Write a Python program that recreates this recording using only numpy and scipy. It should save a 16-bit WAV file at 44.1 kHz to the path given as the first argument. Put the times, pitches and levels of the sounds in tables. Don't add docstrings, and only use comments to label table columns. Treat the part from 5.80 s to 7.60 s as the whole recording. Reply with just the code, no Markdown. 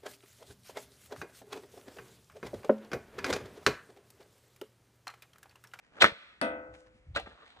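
import sys
import numpy as np
from scipy import signal
from scipy.fft import rfft, irfft
from scipy.io import wavfile
from scipy.ndimage import uniform_filter1d, map_coordinates

SR = 44100
rng = np.random.default_rng(int(sys.argv[2]) if len(sys.argv) > 2 else 0)


def master(y):
    cut = np.clip(np.atleast_2d(y).T, -1, 1)
    pcm = np.round(cut * 32767)
    wavfile.write(sys.argv[1], SR, pcm.astype(np.int16))


N = 79380
TIME_S = np.arange(N) / SR
SHOOTER_LAG_MS, GOAL_LAG_MS = .145, .275


def gain(db):
    return 10 ** (np.asarray(db) / 20)


def read_curve(points, hz):
    pitches, values = np.array(points, float).T
    return np.interp(np.log(np.maximum(hz, 1)), np.log(pitches), values)


def colour(sound, tone, tilt_db=0, rasp_hz=None):
    hz = np.arange(N + 1) * SR / (2 * N)
    octave = np.log2(np.maximum(hz, 100))
    curve = gain(read_curve(tone, hz) + tilt_db * octave)
    if rasp_hz:
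        curve *= gain(6 * np.exp(-.5 * ((octave - np.log2(rasp_hz)) / .3) ** 2))
    curve /= np.sqrt(np.mean(curve ** 2))
    cepstrum = irfft(np.log(curve))
    cepstrum[1:N] *= 2
    cepstrum[N + 1:] = 0
    return irfft(rfft(sound, 2 * N) * np.exp(rfft(cepstrum)))[..., :N]


def fade(start_s, ring_s):
    age = TIME_S - start_s
    return (age >= 0) * np.exp(-np.log(1000) * np.clip(age / ring_s, 0, 10))


def swell(peak_s, rise_s, fall_s):
    age = TIME_S - peak_s
    width = np.where(age < 0, rise_s, fall_s)
    return np.exp(-.5 * np.minimum((age / width) ** 2, 200))


def delay(sound, seconds):
    return np.concatenate([np.zeros(int(seconds * SR)), sound])[:N]


def stereo(sound, lag_ms, left_db=0):
    right = map_coordinates(sound, [np.arange(N) - lag_ms * SR / 1000], order=3)
    return np.array([sound * gain(left_db / 2), right * gain(-left_db / 2)])


def wide_noise(spread=.6):
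    direct = stereo(rng.standard_normal(N), SHOOTER_LAG_MS)
    return np.sqrt(1 - spread ** 2) * direct + spread * rng.standard_normal((2, N))


def rubbing(strokes, tone, grain_hz=500, grain_db=3.5):
    out, grain_size = 0, int(SR / grain_hz)
    for peak_s, level_db, rise_s, fall_s, tilt_db, rasp_hz in strokes:
        flicker = np.sqrt(grain_size) * uniform_filter1d(rng.standard_normal(N), grain_size)
        grain = gain(grain_db * flicker)
        rough = wide_noise() * grain / np.sqrt(np.mean(grain ** 2))
        out += gain(level_db) * swell(peak_s, rise_s, fall_s) * colour(rough, tone, tilt_db, rasp_hz)
    return out


# pitch_hz, level_db
AIR_TONE = [(20, -4.5), (55, 7.5), (110, 0), (300, -2.5), (1000, -13.5), (2200, -9.5), (5000, -24.5),
            (9500, -29), (12000, -50.5), (16000, -50.5)]

def still_air():
    return gain(-67.5) * colour(wide_noise(), AIR_TONE)


# peak_s, level_db, rise_s, fall_s, tilt_db_per_octave, rasp_hz
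SWISH_STROKES = [(.04, -66.5, 0.012, 0.038, 1, 1830), (.19, -53, 0.036, 0.036, -2, 1518),
                 (.945, -57, 0.008, 0.017, 1.5, 2000), (.99, -67.5, 0.035, 0.043, 2.5, 7410),
                 (1.065, -65, .01, 0.017, 0, 1677), (1.17, -74, .03, 0.022, 4.5, 2226)]
# pitch_hz, level_db
SWISH_TONE = [(100, -8), (500, 5), (1000, 1.5), (2000, -2.5), (3200, -4.5), (8000, -19), (10500, -22),
              (12500, -44.5)]

def swishes():
    return rubbing(SWISH_STROKES, SWISH_TONE)


def crack(ring_s):
    rattle = rng.standard_normal(N) * fade(0, ring_s)
    rattle[0] = gain(13)
    return rattle


def ring(notes):
    return sum(gain(db) * fade(0, ring_s) * np.sin(2 * np.pi * hz * TIME_S) for hz, db, ring_s in notes)


# start_s, level_db, tilt_db_per_octave, knock_hz, knock_db, board_db
BLADE_HITS = [(.158, -59, -14, 1460, -5, -5), (0.1791, -53.5, -15, 1600, 9, 14.5),
              (0.206, -39.5, -19, 3200, 8, -17), (.2215, -7, 3, 1715, -1, -33),
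              (.2246, -11, -4, 2367, 1, -32), (0.2263, -14.5, 2.5, 1750, -16, -1),
              (0.2321, -16, -4.5, 600, 3, 1.5), (0.2429, -8, -0.97, 1335, 5.5, -7.5),
              (.2515, -14, -6, 1470, 2, -17), (0.2615, -26.5, 2, 1580, 7, -7),
              (1.3621, -23, 1.5, 1430, 3.5, 3.5), (1.3655, -30.5, -1.5, 667, 3, 2.5),
              (1.371, -23, 1.5, 1300, -9, -4), (1.3819, -38, -2.5, 1600, 9, 1),
              (1.3986, -41.5, 8, 783, 12, -48), (1.4612, -44.5, -2.5, 1900, -5, 8.5),
              (1.472, -33, -9, 1920, -22, -20), (1.511, -58, -6, 1680, 10, 15),
              (1.622, -53, -11, 1210, 3, 7.5)]
# pitch_hz, level_db
CRACK_TONE = [(40, -20), (110, -16), (280, -10), (390, -4.5), (600, 3), (1000, -3), (1600, 10), (3800, -5),
              (6500, -20), (10000, -20), (12500, -44), (16000, -50)]
# pitch_hz, level_db, ring_s
BOARD_NOTES = [(92, -22, .11), (135, -20, .08), (225, -23, .07), (320, -22, .08), (465, -21, .2),
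               (580, -13, .09), (655, -14, .09), (766, -18, .1), (883, -21, .1), (1017, -20, .08),
               (1209, -14, .09), (1339, -14, .1), (1455, -14, .08), (1583, -16, .08), (1690, -15, .08),
               (1850, -15, .07), (2334, -18, .08), (2541, -20, .08), (3430, -19, .08), (4030, -22, .08)]
# level_db, low_hz, high_hz
HIT_RANGES = [(-50.5, 250, 5500), (-30.5, 100, 28000), (-5, 50, 17000)]

def stick_hits():
    board = ring(BOARD_NOTES) * (1 - np.exp(-TIME_S / .0012))
    force_db, low_hz, high_hz = np.array(HIT_RANGES, float).T
    out = 0
    for start_s, level_db, tilt_db, knock_hz, knock_db, board_db in BLADE_HITS:
        snap = gain(-2.5) * colour(crack(ring_s=.025), CRACK_TONE, tilt_db)
        knock = ring([(knock_hz, knock_db, .018)])
        hit = snap + knock + gain(board_db) * board
        edges_hz = [np.interp(level_db, force_db, edge) for edge in (low_hz, high_hz)]
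        band = signal.butter(2, np.clip(edges_hz, 10, SR / 2 - 10), "band", fs=SR, output="sos")
        out += gain(level_db) * delay(signal.sosfilt(band, hit), start_s)
    return out


# pitch_hz, level_db
WALL_TONE = [(60, -7.5), (400, 5), (1200, -5), (4000, 4.5), (9000, -3), (16000, 2)]
# pitch_hz, level_db
TREE_TONE = [(60, -18), (400, -4.5), (1000, -4.5), (2500, 2.5), (4000, 3), (6000, -4.5), (9000, -4),
             (16000, -19.5)]

def garden_echo(sound):
    wall = fade(start_s=.0071, ring_s=.18)
    trees = swell(peak_s=.09, rise_s=.15, fall_s=.15)
    echo = 0
    for shape, level_db, tone in [(wall, -9, WALL_TONE), (trees, -33.5, TREE_TONE)]:
        echo += gain(level_db) * colour(wide_noise() * shape / np.sqrt(np.sum(shape ** 2)), tone)
    return signal.fftconvolve(sound[None], echo, axes=1)[:, :N]


# peak_s, level_db, rise_s, fall_s, tilt_db_per_octave, rasp_hz
SCRAPE_STROKES = [(.218, -18, 0.0066, 0.0064, -0.5, 3515), (1.358, -37.5, 0.0057, 0.017, -1, 3540),
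                  (1.48, -58.5, 0.038, 0.058, -1.5, 706), (1.625, -57.5, 0.059, 0.023, -5, 1360),
                  (1.69, -59.5, 0.063, 0.037, 0, 2050), (1.8, -61.5, 0.1, 0.026, -3, 750)]
# pitch_hz, level_db
SCRAPE_TONE = [(100, -22), (500, -5.5), (1200, 0.5), (2400, -3.5), (3900, 1), (5500, -17), (8000, -16.5),
               (11000, -31.5), (16000, -55.5)]

def blade_scrapes():
    return rubbing(SCRAPE_STROKES, SCRAPE_TONE)


# peak_s, level_db, rise_s, fall_s, pitch_hz
FOOTSTEPS = [(0.321, -48, 0.0035, 0.0061, 150), (0.671, -58, 0.041, 0.11, 78.6),
             (0.936, -54, 0.046, 0.032, 61.8), (1.072, -61.5, 0.019, 0.046, 56.3),
             (1.158, -61.5, .01, 0.005, 224), (1.211, -60, .02, .02, 52), (1.277, -54.5, 0.011, 0.012, 135),
             (1.304, -41.5, 0.011, 0.01, 78), (1.336, -47, 0.009, 0.035, 60.6),
             (1.44, -47.5, 0.012, 0.019, 87.3), (1.52, -59, 0.032, 0.028, 55.7),
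             (1.8, -59, 0.017, .02, 73.8)]
# pitch_hz, level_db
THUD_TONE = [(20, -22), (55, 0.5), (110, -6.5), (200, -22.5), (500, -53), (2000, -75)]

def footsteps():
    rumble = gain(-1.5) * colour(rng.standard_normal(N), THUD_TONE)
    out = 0
    for peak_s, level_db, rise_s, fall_s, pitch_hz in FOOTSTEPS:
        note = np.sqrt(2) * np.sin(2 * np.pi * pitch_hz * (TIME_S - peak_s))
        out += gain(level_db) * swell(peak_s, rise_s, fall_s) * (note + rumble)
    return out


def steel_tubes(notes, rise_s=.004, left_db=2.2, scatter=.6):
    out = np.zeros((2, N))
    for pitch_hz, level_db, ring_s in notes:
        phase, direction = rng.random(2)
        lag_s = GOAL_LAG_MS / 1000 * (1 + scatter * (2 * direction - 1))
        t = TIME_S[:int(2 * ring_s * SR)]
        note = np.sin(2 * np.pi * (pitch_hz * np.array([t, t - lag_s]) + phase))
        out[:, :len(t)] += gain(level_db) * np.exp(-np.log(1000) * t / ring_s) * note
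    balance = gain([[left_db / 2], [-left_db / 2]])
    return out * balance * (1 - np.exp(-TIME_S / rise_s))


# pitch_hz, level_db, ring_s
GOAL_NOTES = [(205, -33, .2), (232, -29, .22), (268, -34, .36), (293, -39, .69), (317.5, -42, 1.05),
              (402, -47, .63), (425, -47, .87), (508.2, -34, 1.04), (531.5, -47, .9), (556, -40, .65),
              (580.2, -34, .63), (657.2, -30.5, .57), (699.7, -35, .51), (770, -42, .38), (806, -49, 1),
              (851, -51, .75), (939.6, -36, .42), (1105, -52, .8), (1195, -38, .43), (1287.2, -37, .7),
              (1375.8, -36, .7), (1437, -43, .61), (1517.1, -34.5, .72), (1583, -39, .48), (1701, -45, .4),
              (1852, -39, .48), (2007.1, -36.5, .58), (2482, -40, .45), (2616, -45, .43), (3203, -51, .38),
              (3440, -50, .32), (3645, -56, .38), (4753, -52, .26), (5706, -60, .22), (8554, -52, .22),
              (8680, -56, .2)]
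# pitch_hz, level_db
SHIMMER_TONE = [(130, -16), (230, 2), (400, -11), (650, -8), (1000, -13), (1500, -10), (1750, -15),
                (2000, -11), (2250, -16), (2550, -9), (2750, -18), (3500, -10), (4000, -18), (4700, -18),
                (7300, -31), (8600, -22), (11000, -33), (12000, -45)]
# pitch_hz, ring_s
SHIMMER_RING = [(200, 0.52), (600, 0.82), (1500, 0.82), (3300, 0.31), (5000, 0.15), (10000, 0.19)]
# pitch_hz, level_db
SMACK_TONE = [(150, -18.5), (600, -15), (1800, 9.5), (3200, -15.5), (4600, -6), (6500, -32), (9000, -11),
              (12000, -30), (16000, -35)]

def goal_clang(start_s=.6143, weak_count=480, shimmer_db=-34):
    weak_hz = 130 * 90 ** ((np.arange(weak_count) + rng.random(weak_count)) / weak_count)
    weak_db = read_curve(SHIMMER_TONE, weak_hz) + 10 * np.log10(weak_hz)
    weak_db += shimmer_db - 10 * np.log10(np.sum(gain(weak_db) ** 2) / 2)
    weak_notes = zip(weak_hz, weak_db, read_curve(SHIMMER_RING, weak_hz))
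    clang = steel_tubes(GOAL_NOTES) + steel_tubes(weak_notes)
    smack = gain(-21.5) * colour(crack(ring_s=.02), SMACK_TONE)
    clang += stereo(smack, GOAL_LAG_MS, left_db=6.5)
    return np.array([delay(side, start_s) for side in clang])


def scene():
    hits, scrapes = stick_hits(), blade_scrapes()
    shooter = stereo(hits + footsteps(), SHOOTER_LAG_MS) + scrapes + swishes()
    return shooter + garden_echo(hits + scrapes[1]) + goal_clang() + still_air()


# pitch_hz, level_db
OVERALL_TONE = [(20, -9.5), (45, -5.5), (300, -1), (385, -3), (470, -0.5), (10800, -2), (12000, -8.5),
                (16000, -6.5)]

def record(dry):
    curve = gain(read_curve(OVERALL_TONE, np.linspace(0, SR / 2, N)))
    heard = colour(dry, OVERALL_TONE) * np.sqrt(np.mean(curve ** 2))
    treble_cut = signal.ellip(8, .2, 70, 16200, fs=SR, output="sos")
    return signal.sosfilt(treble_cut, np.clip(heard, -1, 1))


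dry = scene()
out = record(dry)
master(out)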